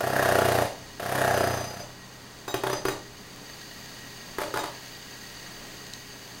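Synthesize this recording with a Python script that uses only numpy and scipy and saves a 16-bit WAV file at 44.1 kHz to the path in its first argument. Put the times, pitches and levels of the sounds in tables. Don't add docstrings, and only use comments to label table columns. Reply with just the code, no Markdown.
import sys
import numpy as np
from scipy import signal
from scipy.fft import rfft, irfft
from scipy.io import wavfile

SR = 44100
rng = np.random.default_rng(int(sys.argv[2]) if len(sys.argv) > 2 else 0)


def output_pcm(signal):
    pcm = np.clip(np.atleast_2d(signal).T, -1, 1) * 32767
    wavfile.write(sys.argv[1], SR, np.round(pcm).astype(np.int16))


N = 282240
TIME = np.arange(N) / SR

# frequency_hz, relative_level_db
WASH_SPECTRUM = [(10, -10), (27, 2), (48, -7), (90, -4.5), (140, -12), (180, -0.5), (280, -3.5),
                 (500, -8.5), (1000, -9), (2500, -17.5), (7000, -21.5), (15000, -36)]
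# frequency_hz, relative_level_db
HISS_SPECTRUM = [(500, -13.5), (1300, -5), (2400, 0.5), (3500, -1), (4900, 2), (5500, -6.5), (6150, 0),
                 (7800, -7.5), (9500, -11), (11000, -15), (13000, -12.5), (15700, -5.5)]
# time_s, level_db
NEAR_DROPS = [(5.497, -27), (5.868, -20), (5.936, -13)]
# frequency_hz, relative_level_db
SPLASH_SPECTRUM = [(1000, -22), (3800, 2), (7000, -2), (10000, -15), (15000, -21)]
# time_s, change_db
TREBLE_LEVEL = [(0, -1.5), (2.2, -5.5), (3.15, -5), (3.65, 0), (5.5, 0.5), (6.4, -1)]
# multiple_of_crank_rate, relative_level_db
HUM_HARMONICS = [(1, -76), (4, -54), (5, -63.5), (6, -66.5), (9, -63), (13, -60.5), (17, -72)]
# frequency_hz, width_hz, relative_level_db
WHIRR_MODES = [(660, 180, -19), (1656, 43, -15.5), (1897, 45, -9.5), (2910, 35, -16), (3750, 130, -19),
               (4350, 87, -14.5), (4658, 51, -10), (6367, 27, -13.5), (6550, 130, -18), (9100, 71, -25),
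               (12900, 60, -25)]
# delay_s, gain
ECHOES = [(.0028, 0.37), (.0043, 0.28), (0.0104, 0.35)]
# frequency_hz, t60_s
YARD_DECAY = [(100, 1), (400, 0.45), (700, 0.41), (2000, 0.29), (6000, 0.52), (15000, 0.14)]
# start_s, number_of_blows, force_db, slab_looseness (0-1)
JABS = [(2.4793, 1, -33.5, 0.4), (2.5418, 1, -23.5, 0.2), (2.6364, 4, -27, 0.09), (2.853, 2, -22.5, .03),
        (4.3843, 2, -27.5, .7), (4.540, 2, -26.5, 0.98), (4.637, 1, -34.5, 0.35)]
# frequency_hz, relative_level_db
JAB_THUD_SPECTRUM = [(35, -17), (90, -15), (130, 4.5), (180, -13), (250, -16), (300, -0.5), (400, 5),
                     (500, -8.5), (750, -14.5), (1300, -11.5), (1800, -14), (2400, -23), (6000, -33)]
# frequency_hz, width_hz, relative_level_db
PIECE_MODES = [(850, 94, -3), (1260, 310, -1.5), (1780, 380, -7), (2750, 1300, -16.5)]
# frequency_hz, relative_level_db
GRIT_SPECTRUM = [(200, -2), (600, 23.5), (1100, 15.5), (1700, 14.5), (2300, 9), (3300, 6.5), (4600, 5),
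                 (5500, -0.5), (6500, 2), (8000, -2.5), (10000, 3.5), (11000, -7.5), (12500, 3.5),
                 (15500, -7)]
# start_s, time_until_damped_s, level_db, share_of_second_mode_set (0-1)
FREE_RINGS = [(2.481, 0.04, -38.5, 0.74), (2.543, 0.03, -45, 0.6), (2.716, .08, -39, 0),
              (2.866, 0.019, -36.5, 0.05), (2.905, 0.021, -42, .8), (4.592, .002, -36, 0.7)]
# frequency_hz, relative_level_db
CHISEL_MODES = [
    [(4895, 8.5), (6135, 7)],
    [(3779, 10), (7246, 3.5), (9539, -17), (14800, 1)],
]
# time_s, stroke_rate_hz
RUN_PACES = [
    [(.006, 29.75), (.11, 32.98), (.35, 30.64), (.67, 29.42)],
    [(.997, 32.05), (1.07, 31.5), (1.15, 32.73), (1.35, 30.79), (1.6, 29.67), (1.82, 32.35)],
]
# time_s, force_db
RUN_BITES = [
    [(0, -24.5), (.1, -27.5), (.2, -21.5), (.44, -20), (.585, -22), (.62, -25), (.66, -35)],
    [(1.0, -32), (1.1, -28), (1.24, -22.5), (1.35, -23.5), (1.47, -23.5), (1.6, -35), (1.68, -45.5),
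     (1.82, -42)],
]
# frequency_hz, relative_level_db
RUN_THUD_SPECTRUM = [(30, -63), (75, -29), (180, -13), (250, -20.5), (300, -7), (400, -2.5), (530, -1.5),
                     (660, 1.5), (830, -8.5), (1050, -16.5), (1400, -8), (1850, -25), (2300, -34),
                     (5000, -40)]
# frequency_hz, width_hz, relative_level_db
SLAB_MODES = [(591, 56, 4.5), (637, 190, 0)]
# frequency_hz, width_hz, relative_level_db
HOUSING_MODES = [(1654, 142, -0.5), (1900, 80, -8.5)]
# frequency_hz, width_hz, relative_level_db
STEEL_MODES = [(2770, 110, -10.5), (4880, 110, -2), (9420, 130, -4), (10220, 120, -1), (11900, 150, -3.5),
               (12460, 500, -2)]
# frequency_hz, width_hz, level_re_blow_db
HOLDER_MODES = [(1480, 82, 16)]
# start_s, end_s
LOOSE_SPANS = [(1.271, 1.69), (1.785, 2.1)]
# multiple_of_stroke_rate, relative_level_db
SHAKE_HARMONICS = [(2, -13.5), (3, -2.5), (4, -0.5), (5, -10), (6, -7.5), (7, -8.5), (8, -17.5), (9, -12.5)]
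# level_at_full_force_db, slope_db_per_db, surge_db
RUN_GRIT_LAW = (-39.5, 0.58, 2.1)
# level_at_full_force_db, slope_db_per_db, surge_db
RUN_CLANK_LAW = (-34, 0.82, 7.2)

RAIN_DB, WHIRR_DB = -47.5, -44
FULL_FORCE_DB = -21
STROKE_S, BOUNCE_S = 0.0314, 0.0195
BOUNCE_DB, BOUNCE_GROWTH = -2, 1.6
LOOSE_THUD_DB, LOOSE_GRIT_DB = -3.5, -3.5
HELD_RING_DB, LOOSE_RING_DB = -57, -43.5
BREAK_S, BREAK_WIDTH_S = 0.2, 0.14
EDGE_HZ = 15900


def amp(db):
    return 10 ** (np.asarray(db) / 20)


def evened(x):
    return x / np.sqrt(np.mean(x ** 2) + 1e-20)


def unit(x):
    return x / np.linalg.norm(x)


def read(points, hz):
    f, value = np.transpose(points)
    return np.interp(np.log(hz + 1), np.log(f + 1), value)


def ring(x, response):
    return signal.fftconvolve(x, response)[:N]


def clicks(s, db):
    places = np.clip(np.round(np.asarray(s) * SR).astype(int), 0, N - 1)
    return np.bincount(places, amp(db), N)


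def knock(points, spread_s=0., size=4096):
    hz = np.fft.fftfreq(size, 1 / SR)
    log_gain = np.log(amp(read(points, abs(hz))))
    minimum_phase = np.conj(signal.hilbert(log_gain))
    lag = 4 * np.pi * spread_s * np.sign(hz) * np.sqrt(500 * abs(hz))
    return unit(np.fft.ifft(np.exp(minimum_phase - 1j * lag)).real)


def modes(rows, size=4096):
    t = TIME[:size]
    total = np.zeros(size)
    for k, (hz, width, db) in enumerate(rows):
        mode = unit(np.exp(-np.pi * width * t) * np.sin(2 * np.pi * hz * t))
        total += (-1) ** k * amp(db) * mode
    return total


def noise(points):
    gain = amp(read(points, np.fft.rfftfreq(N, 1 / SR)))
    return evened(irfft(rfft(rng.standard_normal(N)) * gain, N))


def drift(rate_hz):
    gain = 1 / (1 + (np.fft.rfftfreq(N, 1 / SR) / rate_hz) ** 4)
    return evened(irfft(rfft(rng.standard_normal(N)) * gain, N))


def crumble(blows, decay_s, lumpy_db, rise_s=.001):
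    t = TIME[:8000]
    shape = np.exp(-t / decay_s) * (1 - np.exp(-t / rise_s))
    energy = ring(blows ** 2, shape / shape.sum())
    grains = evened(rng.standard_normal(N) * amp(lumpy_db * drift(550)))
    return np.sqrt(abs(energy)) * grains


def bar(rows):
    waver_hz, shimmer_db = 55, 2.5
    total = np.zeros(N)
    for hz, db in rows:
        level = amp(db + shimmer_db * drift(83.3))
        cycles = np.cumsum(hz + waver_hz * drift(88.6)) / SR
        total += level * np.sin(2 * np.pi * cycles)
    return evened(total)


def follow(force_db, full_db, slope):
    return full_db + slope * (force_db - FULL_FORCE_DB)


def treble():
    return amp(np.interp(TIME, *np.transpose(TREBLE_LEVEL)))


def background():
    swell = amp(.8 * drift(4))
    return amp(-48.0) * noise(WASH_SPECTRUM) * swell


def rain():
    size = amp(5.0 * np.minimum(rng.exponential(1, N), 5))
    falls = rng.random(N) < 700 / SR
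    patter = evened(ring(rng.standard_normal(N) * size * falls, knock(HISS_SPECTRUM)))
    hiss = noise(HISS_SPECTRUM) * amp(.5 * drift(6.1)) + amp(-11.5) * patter
    drops = clicks(*np.transpose(NEAR_DROPS))
    near = ring(crumble(drops, decay_s=0.00051, lumpy_db=3, rise_s=0.00018), knock(SPLASH_SPECTRUM))
    return amp(RAIN_DB) * treble() * hiss + near


def idle(crank_hz=31.56, throb_db=0.5):
    turns = np.cumsum(crank_hz + 0.299 * drift(3.21)) / SR
    hum = sum(amp(db + 1.1 * drift(9.3)) * np.sin(2 * np.pi * k * turns) for k, db in HUM_HARMONICS)
    throb = np.cos(2 * np.pi * turns) + np.cos(4 * np.pi * turns)
    chatter = evened(rng.standard_normal(N) * amp(throb_db * throb + 2.7 * drift(230)))
    whirr = sum(ring(chatter * rng.choice([-1, 1], N), modes([row])) for row in WHIRR_MODES)
    return amp(1) * hum + amp(WHIRR_DB) * treble() * whirr


def echoes(x):
    return x + sum(gain * np.interp(TIME - s, TIME, x, left=0) for s, gain in ECHOES)


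def yard(x, build_s=0.011):
    hz, t, z = signal.stft(rng.standard_normal(SR), SR, nperseg=256)
    decay = amp(-60 * t / read(YARD_DECAY, hz)[:, None])
    tail = signal.istft(z * decay, SR, nperseg=256)[1][:SR]
    return ring(x, unit(tail * (1 - np.exp(-TIME[:SR] / build_s))))


def jab_blows():
    rows = []
    for start, count, force_db, loose in JABS:
        bounce_db = force_db + BOUNCE_DB + BOUNCE_GROWTH * 20 * np.log10(loose)
        for s in start + STROKE_S * np.arange(count):
            rows.append((s, force_db, loose))
            rows.append((s + BOUNCE_S, bounce_db, loose))
    return np.transpose(rows)


def jabs():
    s, force_db, loose = jab_blows()
    thud_db = force_db + LOOSE_THUD_DB * loose
    grit_db = follow(force_db, full_db=-34.5, slope=0.54) + LOOSE_GRIT_DB * loose
    crack_db = follow(force_db, full_db=-29.5, slope=0.56)
    thud = amp(25.5) * ring(clicks(s, thud_db), knock(JAB_THUD_SPECTRUM, spread_s=0.00039))
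    crack_spray = crumble(clicks(s, crack_db), decay_s=0.0025, lumpy_db=-1.0, rise_s=0.00029)
    crack = amp(26.5) * ring(crack_spray, modes(PIECE_MODES))
    grit_spray = crumble(clicks(s, grit_db), decay_s=0.0037, lumpy_db=4, rise_s=0.0011)
    grit = amp(35.5) * ring(grit_spray, knock(GRIT_SPECTRUM))
    return thud, grit + crack


def chisel(t60=0.9, damp_s=0.019):
    envelopes = np.zeros((2, N))
    for s, length, db, share in FREE_RINGS:
        age = np.maximum(TIME - s, 0)
        levels = amp(db) * np.sqrt([[1 - share], [share]])
        touchdown = np.exp(-np.clip(age - length, 0, 1) / damp_s)
        envelopes += levels * (age > 0) * amp(-60 * age / t60) * touchdown
    return sum(envelope * bar(rows) for envelope, rows in zip(envelopes, CHISEL_MODES))


def long_run(pace, bite, rebound_turn=.77):
    pace_s, rate = np.transpose(pace)
    running = (TIME >= pace_s[0]) & (TIME < pace_s[-1])
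    turns = np.cumsum(np.interp(TIME, pace_s, rate) * running) / SR
    strike = np.flatnonzero(np.diff(np.ceil(turns)))
    kick = np.flatnonzero(np.diff(np.floor(turns - rebound_turn)))
    kick_s = TIME[kick] + 0.00039 * rng.standard_normal(len(kick))

    def strokes(db, kick_db, uneven_db):
        strike_levels = db[strike] + uneven_db * rng.standard_normal(len(strike))
        kick_levels = db[kick] + kick_db + uneven_db * rng.standard_normal(len(kick))
        return clicks(TIME[strike], strike_levels) + clicks(kick_s, kick_levels)

    blow_db = np.interp(TIME, *np.transpose(bite))
    surge = np.exp(-((TIME - pace_s[0] - BREAK_S) / BREAK_WIDTH_S) ** 2)
    grit_full_db, grit_slope, grit_surge_db = RUN_GRIT_LAW
    grit_db = follow(blow_db, grit_full_db, grit_slope) + grit_surge_db * surge
    clank_full_db, clank_slope, clank_surge_db = RUN_CLANK_LAW
    clank_db = follow(blow_db, clank_full_db, clank_slope) + clank_surge_db * surge
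    loose = sum((TIME > start) & (TIME < end) for start, end in LOOSE_SPANS)

    blows = strokes(blow_db, kick_db=-15, uneven_db=0.26)
    slab = amp(26) * knock(RUN_THUD_SPECTRUM, spread_s=0.000682) + amp(24.5) * modes(SLAB_MODES)
    thud = ring(blows, slab)
    clank = amp(27) * ring(strokes(clank_db, kick_db=-4.5, uneven_db=2.5), modes(HOUSING_MODES))
    holder_knock = ring(blows * loose, modes(HOLDER_MODES))

    scrapes = strokes(grit_db, kick_db=-4.0, uneven_db=1.5)
    spray = crumble(scrapes, decay_s=.0055, lumpy_db=2.2, rise_s=.0018)
    grit = ring(spray, amp(37.5) * knock(GRIT_SPECTRUM)) + ring(spray, amp(21.5) * modes(STEEL_MODES))

    ring_db = np.where(loose, LOOSE_RING_DB, HELD_RING_DB)
    ring_envelope = ring(clicks(TIME[strike], ring_db[strike]), np.exp(-TIME[:8000] / 0.033))
    steel = bar(CHISEL_MODES[0]) * ring_envelope

    weight = ring(amp(0.48 * blow_db) * running, np.exp(-TIME[:8000] / 0.03) / (0.037 * SR))
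    shake = weight * sum(amp(db) * np.sin(2 * np.pi * k * turns) for k, db in SHAKE_HARMONICS)
    return thud, grit + clank + holder_knock, steel, amp(-23.0) * shake


def scene():
    runs = [np.array(long_run(pace, bite)) for pace, bite in zip(RUN_PACES, RUN_BITES)]
    run_thud, run_grit, run_steel, shake = sum(runs)
    jab_thud, jab_grit = jabs()
    run_thud, jab_thud = echoes(run_thud), echoes(jab_thud)
    grit, steel = run_grit + jab_grit, run_steel + chisel()
    thud_send = amp(-7.0) * run_thud + amp(-9.0) * jab_thud
    tail = yard(thud_send + amp(-3.0) * grit + amp(-11) * steel + amp(-13.0) * shake)
    hammer = run_thud + jab_thud + grit + steel + shake
    return (hammer + tail + idle() + rain() + background())[None]


def record(dry):
    low_pass = signal.firwin(511, EDGE_HZ, window=("kaiser", 9), fs=SR)
    return signal.oaconvolve(dry, low_pass[None], "same")


dry = scene()
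out = record(dry)
output_pcm(out)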